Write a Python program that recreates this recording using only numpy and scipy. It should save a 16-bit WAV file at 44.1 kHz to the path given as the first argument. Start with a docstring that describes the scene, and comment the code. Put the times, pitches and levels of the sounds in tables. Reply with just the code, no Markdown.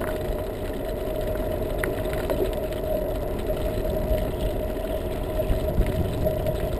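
"""A low roar and a mount's hum come first: a bicycle rolls on a rough paved path, a small camera fixed to it.
The road's grain rings frame and mount; the tread hisses, brief crackles and dry ticks run along, a faint swish
comes and goes. Loose parts slap and chatter, the frame knocks low, and wind buffets the microphone in eddies.
The camera samples slowly and holds each sample, which mirrors the sound into a thin fizz."""
import sys
import numpy as np
from scipy import signal
from scipy.fft import rfft, irfft, next_fast_len
from scipy.io import wavfile
from scipy.ndimage import uniform_filter1d, map_coordinates

SR = 44100
rng = np.random.default_rng(int(sys.argv[2]) if len(sys.argv) > 2 else 0)


def store_pcm(level_fs):
    """Save levels as 16-bit WAV."""
    pcm = np.round(np.clip(level_fs, -1, 1) * 32767).astype(np.int16)
    wavfile.write(sys.argv[1], SR, np.atleast_2d(pcm).T)


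N = 299437  # length in samples

# rise and fall shared by the hiss and the crackles: start_s, relative_level_db
TREBLE_LEVELS = [(0, -53.5), (.6, -54), (1.5, -53.5), (2.05, -49.5), (2.5, -49.5), (3.0, -56), (3.4, -50.5),
                 (4.6, -55), (6.0, -51), (6.3, -54), (6.79, -50.5)]


def amp(db):
    """Decibels to gain."""
    return 10 ** (np.asarray(db) / 20)


def unit(x):
    """Scale to rms 1."""
    return x / np.sqrt(np.mean(x ** 2) + 1e-20)


def curves(rows):
    """One value per sample for each column after the time, joined by straight lines."""
    knot_s, *columns = np.transpose(rows)
    t = np.arange(N) / SR
    return [np.interp(t, knot_s, column) for column in columns]


def swells(rows, half_s):
    """Bell-shaped rises in dB, one per (centre_s, rise_db) row, down to 1/e of the rise at half_s."""
    t = np.arange(N) / SR
    return sum(rise_db * np.exp(-((t - centre_s) / half_s) ** 2) for centre_s, rise_db in rows)


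def wobble(rate):
    """A smooth random curve, rate knots a second."""
    knots = rng.standard_normal(int(N * rate / SR) + 4)
    return map_coordinates(knots, [np.arange(N) * rate / SR])


def filtered(x, response):
    """x with its spectrum multiplied by a response of frequency in Hz."""
    size = next_fast_len(len(x) + SR // 4)
    hz = np.fft.rfftfreq(size, 1 / SR)
    return irfft(rfft(x, size) * response(hz), size)[:len(x)]


def coloured(x, points):
    """x shaped by (frequency_hz, gain_db) points on a log frequency axis, at rms 1."""
    point_hz, point_db = np.transpose(points)

    def response(hz):
        return amp(np.interp(np.log(hz + 1), np.log(point_hz), point_db))

    return unit(filtered(x, response))


def resonate(x, modes):
    """x through a body's parallel resonances of alternating sign, at rms 1."""
    def response(hz):
        total = 0
        for k, (centre, width, db) in enumerate(modes):
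            damping = 1j * hz * width
            total = total + (-1) ** k * amp(db) * damping / (centre * centre - hz * hz + damping)
        return total

    return unit(filtered(x, response))


def even(x, seconds):
    """x at a steady rms near 1, keeping only its quick flutter."""
    size = max(int(seconds * SR), 2)
    power = uniform_filter1d(uniform_filter1d(x * x, size), size)
    return x / np.sqrt(np.abs(power) + 1e-9)


def patchy(x, depth_db):
    """x with brief, narrow patches made louder or softer at random, at rms 1."""
    spectrum = signal.stft(x, nperseg=256)[2]
    field = uniform_filter1d(rng.standard_normal(spectrum.shape), size=3, axis=0)  # across frequency
    field = uniform_filter1d(field, size=5, axis=1)  # across time
    gain = amp(depth_db * np.clip(unit(field), -2, 2))
    return unit(signal.istft(spectrum * gain, nperseg=256)[1][:N])


def impacts(rate, spread_db):
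    """Impulses at random times, rate a second, of random sign and log-normal size."""
    struck = rng.random(N) < rate / SR
    sign = np.sign(rng.standard_normal(N))
    return struck * sign * amp(spread_db * rng.standard_normal(N))


def rolling(waver_db=2.5):
    """The tyres strike the grain of the road; frame and mount ring with it, and harder on uneven spots."""
    # resonances of frame, low shudder and mount: centre_hz, width_hz, gain_db
    frame_modes = [(205, 39, -8.5), (277, 23.8, -2), (368.4, 35, 1.5), (454.4, 63.6, -3), (601, 57, -10.5),
                   (714.6, 110, -9.5), (886, 160, -16), (988, 68, -13), (1362, 170, -24.5),
                   (1970, 143, -24)]
    shudder_modes = [(40.4, 12.8, 0)]
    mount_modes = [(623.1, 17.2, 0)]
    # how hard the paving shakes the bicycle: start_s, fine_roughness_db, long_unevenness_db
    paving = [(0, 0.5, -2), (.55, -1, -4), (1.35, 0, 2), (2.0, 1.5, 0.5), (2.45, 1.5, 4), (2.7, -1, -0.5),
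              (3.6, 0.6, 3.5), (4.3, -0.5, 2), (5.1, -.7, 1.5), (5.9, 0, 0), (6.55, -1, -5),
              (6.79, 0.5, -1)]
    # hum of the mount: start_s, level_db
    hum = [(0, -31.5), (.45, -37.5), (1.1, -33), (1.7, -32), (2.4, -35), (3.25, -33), (3.42, -41.5),
           (3.6, -32.5), (4.5, -34.5), (5.6, -35.5), (6.1, -36), (6.35, -31), (6.79, -33)]
    # uneven spots that jolt the mount into a louder hum: centre_s, rise_db
    jolts = [(0.89, 10.5), (2.32, 12), (2.935, 9.5), (3.51, 11), (3.67, 6.5), (3.97, 7.5), (4.14, 9.5),
             (4.71, 6), (5.405, 10), (5.69, 5.5), (6.28, 11.5), (6.48, 6)]
    # dips in the path that heave the whole frame: centre_s, rise_db
    heaves = [(0.3, 12), (0.94, 7), (3.64, 2), (4.13, 12), (4.45, 8), (5.52, 14), (5.79, 16), (6.01, 0)]

    rough_db, uneven_db = curves(paving)
    roar_db = -32.5 + rough_db
    hum_db = curves(hum)[0] + swells(jolts, half_s=0.018) + waver_db * wobble(16)
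    shudder_db = -35 + uneven_db + swells(heaves, half_s=0.032)

    grain = unit(impacts(rate=1500, spread_db=4)) + amp(-5.0) * rng.standard_normal(N)
    frame = even(resonate(grain, frame_modes), seconds=0.21)
    mount = coloured(resonate(grain, mount_modes), [(300, -66), (560, 10.5), (700, 4.0), (1000, -3.0)])
    mount = even(mount, seconds=0.057)
    shudder = resonate(rng.standard_normal(N), shudder_modes)
    shudder = coloured(shudder, [(28, -15), (40, -9.5), (60, -14), (200, -24), (800, -56)])
    shudder = even(shudder, seconds=0.064)
    return amp(roar_db) * frame + amp(hum_db) * mount + amp(shudder_db) * shudder


def wind(gust_growth=1.45):
    """The airstream breaks into eddies at the microphone port; small, higher ones grow faster with its strength."""
    # spectrum of the large eddies: frequency_hz, gain_db
    wind_colour = [(15, -4.5), (30, -2), (70, -1), (100, -2.5), (160, -9.5), (250, -13), (500, -22.5),
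                   (1200, -54.5)]
    # strength of the airstream at the microphone: start_s, relative_level_db
    airstream = [(0, -35), (.9, -36.5), (1.4, -33.5), (2.4, -34), (2.75, -36.5), (3.4, -34), (4.15, -31),
                 (4.9, -36), (5.4, -32), (5.8, -28), (6.25, -28.5), (6.79, -32.5)]
    # single eddies that hit the port: centre_s, rise_db
    gusts = [(5.52, 6), (5.8, 7.5), (6.01, 4.5), (6.5, 4.5)]

    buffet_db = curves(airstream)[0] + swells(gusts, half_s=0.018)
    large_db = buffet_db + 1 + 1.63 * wobble(22)
    large = even(coloured(rng.standard_normal(N), wind_colour), seconds=0.15)
    small_db = gust_growth * (buffet_db - buffet_db.max()) - 23.5
    small = coloured(rng.standard_normal(N), [(50, -24), (95, 5.5), (190, 0.5), (260, -28.0), (600, -52)])
    return amp(large_db) * large + amp(small_db) * small


def hiss():
    """The tread hisses on the paving as shaped noise; a faint grainy swish comes and goes."""
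    # spectrum of the tread's hiss: frequency_hz, gain_db
    tread_colour = [(500, -43), (1000, -5), (1900, -3), (2250, -6.5), (2560, 1), (2780, -2.5), (3050, -7),
                    (3900, -6.5), (4300, -11.5), (5000, -17), (5600, -26)]
    # faint swish: start_s, level_db
    swish_levels = [(4.25, -67), (4.42, -43), (4.6, -61), (4.98, -49.5), (5.18, -54), (5.33, -55),
                    (5.46, -44), (5.54, -58)]
    # spectrum of the swish: frequency_hz, gain_db
    swish_colour = [(2200, -32), (2560, 0), (2880, 2), (3150, 3), (3500, 3), (3900, -14), (5000, -32)]

    treble_db, = curves(TREBLE_LEVELS)
    swish_db, = curves(swish_levels)
    tread_db = treble_db - 2.0 + 2.06 * wobble(11)
    tread = patchy(coloured(rng.standard_normal(N), tread_colour), depth_db=0.5)
    swish = patchy(coloured(rng.standard_normal(N), swish_colour), depth_db=8)
    return amp(tread_db) * tread + amp(swish_db) * swish


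def crackles(count=560, burst_t60=0.027, spread_db=3.0):
    """Brief noisy crackles, each a shower of tiny cracks, ring at 1.3 to 4.7 kHz."""
    # resonances of the crackles: centre_hz, width_hz, gain_db
    crackle_modes = [(1300, 240, -2), (1920, 276, 1), (2510, 270, -3), (3020, 195, 1), (3546, 230, -1.5),
                     (4020, 190, -1.5), (4550, 170, -13.5), (4690, 290, -9.5)]

    treble_db, = curves(TREBLE_LEVELS)
    t = np.arange(SR // 20) / SR
    sizes = amp(spread_db * np.minimum(rng.standard_normal(count), 2))
    starts = np.bincount(rng.integers(0, N, count), sizes ** 2, N)
    burst = amp(-60 * t / burst_t60) * (1 - np.exp(-t / 0.0022))  # quick rise, then decay
    power = signal.fftconvolve(starts, burst ** 2)[:N]
    cracks = np.sqrt(np.abs(power)) * impacts(rate=6000, spread_db=2)
    return amp(treble_db + 4.0) * patchy(resonate(cracks, crackle_modes), depth_db=4.0)


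def ticking(count=440):
    """Tiny dry ticks, each one a single impulse, run along at an uneven pace."""
    # ticking: start_s, relative_level_db
    tick_levels = [(0, -75), (2, -73.5), (3.1, -73), (3.6, -70), (5.4, -72), (6.79, -69)]
    # spectrum of a tick: frequency_hz, gain_db
    tick_colour = [(500, -34), (2000, -10), (4000, -4), (6000, -4.5)]

    tick_db, = curves(tick_levels)
    times = np.cumsum(rng.uniform(.5, 2, count))
    places = (times / times[-1] * N).astype(int)
    ticks = np.bincount(places, rng.uniform(0, .8, count), N)[:N]
    return amp(tick_db + 20) * coloured(ticks, tick_colour)


def rattles(chatter_db=-14, firmness=0.63, count=14):
    """A loose part slaps its stop and chatters; the harder the slap, the more it is one clean blow."""
    # resonances of the loose parts: centre_hz, width_hz, gain_db
    loose_modes = [(993, 195, 0), (1450, 116, 3.5), (1913, 260, -0.5), (3250, 360, -20), (3630, 370, -17)]
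    # rattles at set times, loud and soft:
    # start_s, relative_peak_db, relative_brightness_db, relative_2khz_ring_db
    timed = [(0.0131, -23.5, -22, -20), (0.04, -17, -43, -12), (0.0723, -21.5, -19, -8.5),
             (0.0877, -22, -34, -27), (0.1615, -28, 2, -10), (0.3842, -28.5, -22, -22),
             (0.6774, -29, -8, -17), (1.2103, -29, 7, -19), (1.353, -23, -32, -23), (1.4227, -34, -19, -24),
             (1.8366, -9, -24, -4.5), (1.9856, -24, -31, -9), (2.1325, -20, -8, -4), (2.177, -28, -7, -5),
             (2.2004, -22, -22, -10), (2.2975, -21, -3, -5), (2.5316, -21.5, 8, -1),
             (2.7252, -24, -0.5, -10), (3.1567, -30.5, 3, -14), (3.682, -32, -29, -20),
             (4.182, -25.5, 4, -3), (4.4083, -30, 20, -16), (5.864, -22.5, 1, 3), (5.922, -26.5, -12, -9),
             (6.4657, -25, 3, -4), (6.5994, -26.5, -13, -13)]
    # mean and spread of rattles at random times: relative_peak_db, relative_brightness_db, relative_2khz_ring_db
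    random_mean = (-33, -2.7, -14)
    random_spread = (1, 6.2, 4)
    clean_db = -38.5  # relative peak at which the chatter starts at chatter_db
    chatter_t60 = 0.044  # s

    out = np.zeros(N + SR)
    t = np.arange(SR // 12) / SR
    lead = SR // 700  # samples of silence ahead of the contact
    random_s = rng.integers(lead, N, count) / SR
    scattered = np.column_stack([random_s, rng.normal(random_mean, np.abs(random_spread), (count, 3))])
    for start_s, db, bright_db, ring_db in [*timed, *scattered]:
        decay_db = chatter_db - firmness * (db - clean_db) - 60 * t / chatter_t60
        chatter = amp(decay_db) * rng.standard_normal(len(t))
        contact = np.pad((t == 0) + chatter, (lead, 0))
        # each contact has its own balance of ring and upper resonances
        balance = [(500, 2.5), (1000, -1.8), (1500, -0.84), (2000, ring_db + 11),
                   (2900, bright_db + 16.5), (4600, bright_db + 13.5), (5600, bright_db + 3.5)]
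        ring = coloured(resonate(contact, loose_modes), balance)
        first = round((start_s + .0008) * SR) - lead
        out[first:][:len(ring)] += amp(db + 0.5) * ring / np.abs(ring).max()
    return out[:N]


def frame_knocks():
    """The frame knocks and rings after wheel bumps and a hard rattle, each a decaying sine with a fast onset."""
    # low knocks and ringing of the frame, after wheel bumps and a hard rattle:
    # start_s, level_db (before onset and decay), ring_hz, t60_s
    knocks = [(1.878, -20, 358, 0.061), (2.2975, -10, 580, 0.021), (2.2977, -17.5, 954, 0.017),
              (2.309, -16, 540, 0.028), (2.4026, -14, 402, 0.063), (2.4165, -13, 378, 0.12)]

    out = np.zeros(N + SR)
    t = np.arange(SR // 4) / SR
    for start_s, db, hz, t60 in knocks:
        envelope = amp(db - 60 * t / t60) * (1 - np.exp(-t / 0.0005))
        out[round(start_s * SR):][:len(t)] += envelope * np.sin(2 * np.pi * hz * t)
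    return out[:N]


def scene():
    """Everything reaches one microphone on the bicycle."""
    road = rolling() + hiss() + crackles() + ticking()
    return (road + wind() + rattles() + frame_knocks())[None]


def record(dry):
    """Holding each slow sample mirrors the sound on both sides of the sampling rate and dulls the top."""
    hold_hz, top_hz = 12000, 15400  # slow sampling rate, upper limit of the result

    def input_limit(hz):
        return (hz < hold_hz / 2) / np.sqrt(1 + (hz / 5500) ** 40)

    def hold_droop(hz):
        # each sample is repeated four times
        droop = np.sinc(hz / hold_hz) / np.sinc(hz / (4 * hold_hz))
        return droop * (hz < top_hz)

    band = filtered(dry[0], input_limit)
    mirrored = band * (1 + 2 * np.cos(2 * np.pi * hold_hz * np.arange(N) / SR))
    return filtered(mirrored, hold_droop)[None]


dry = scene()
out = record(dry)
store_pcm(out)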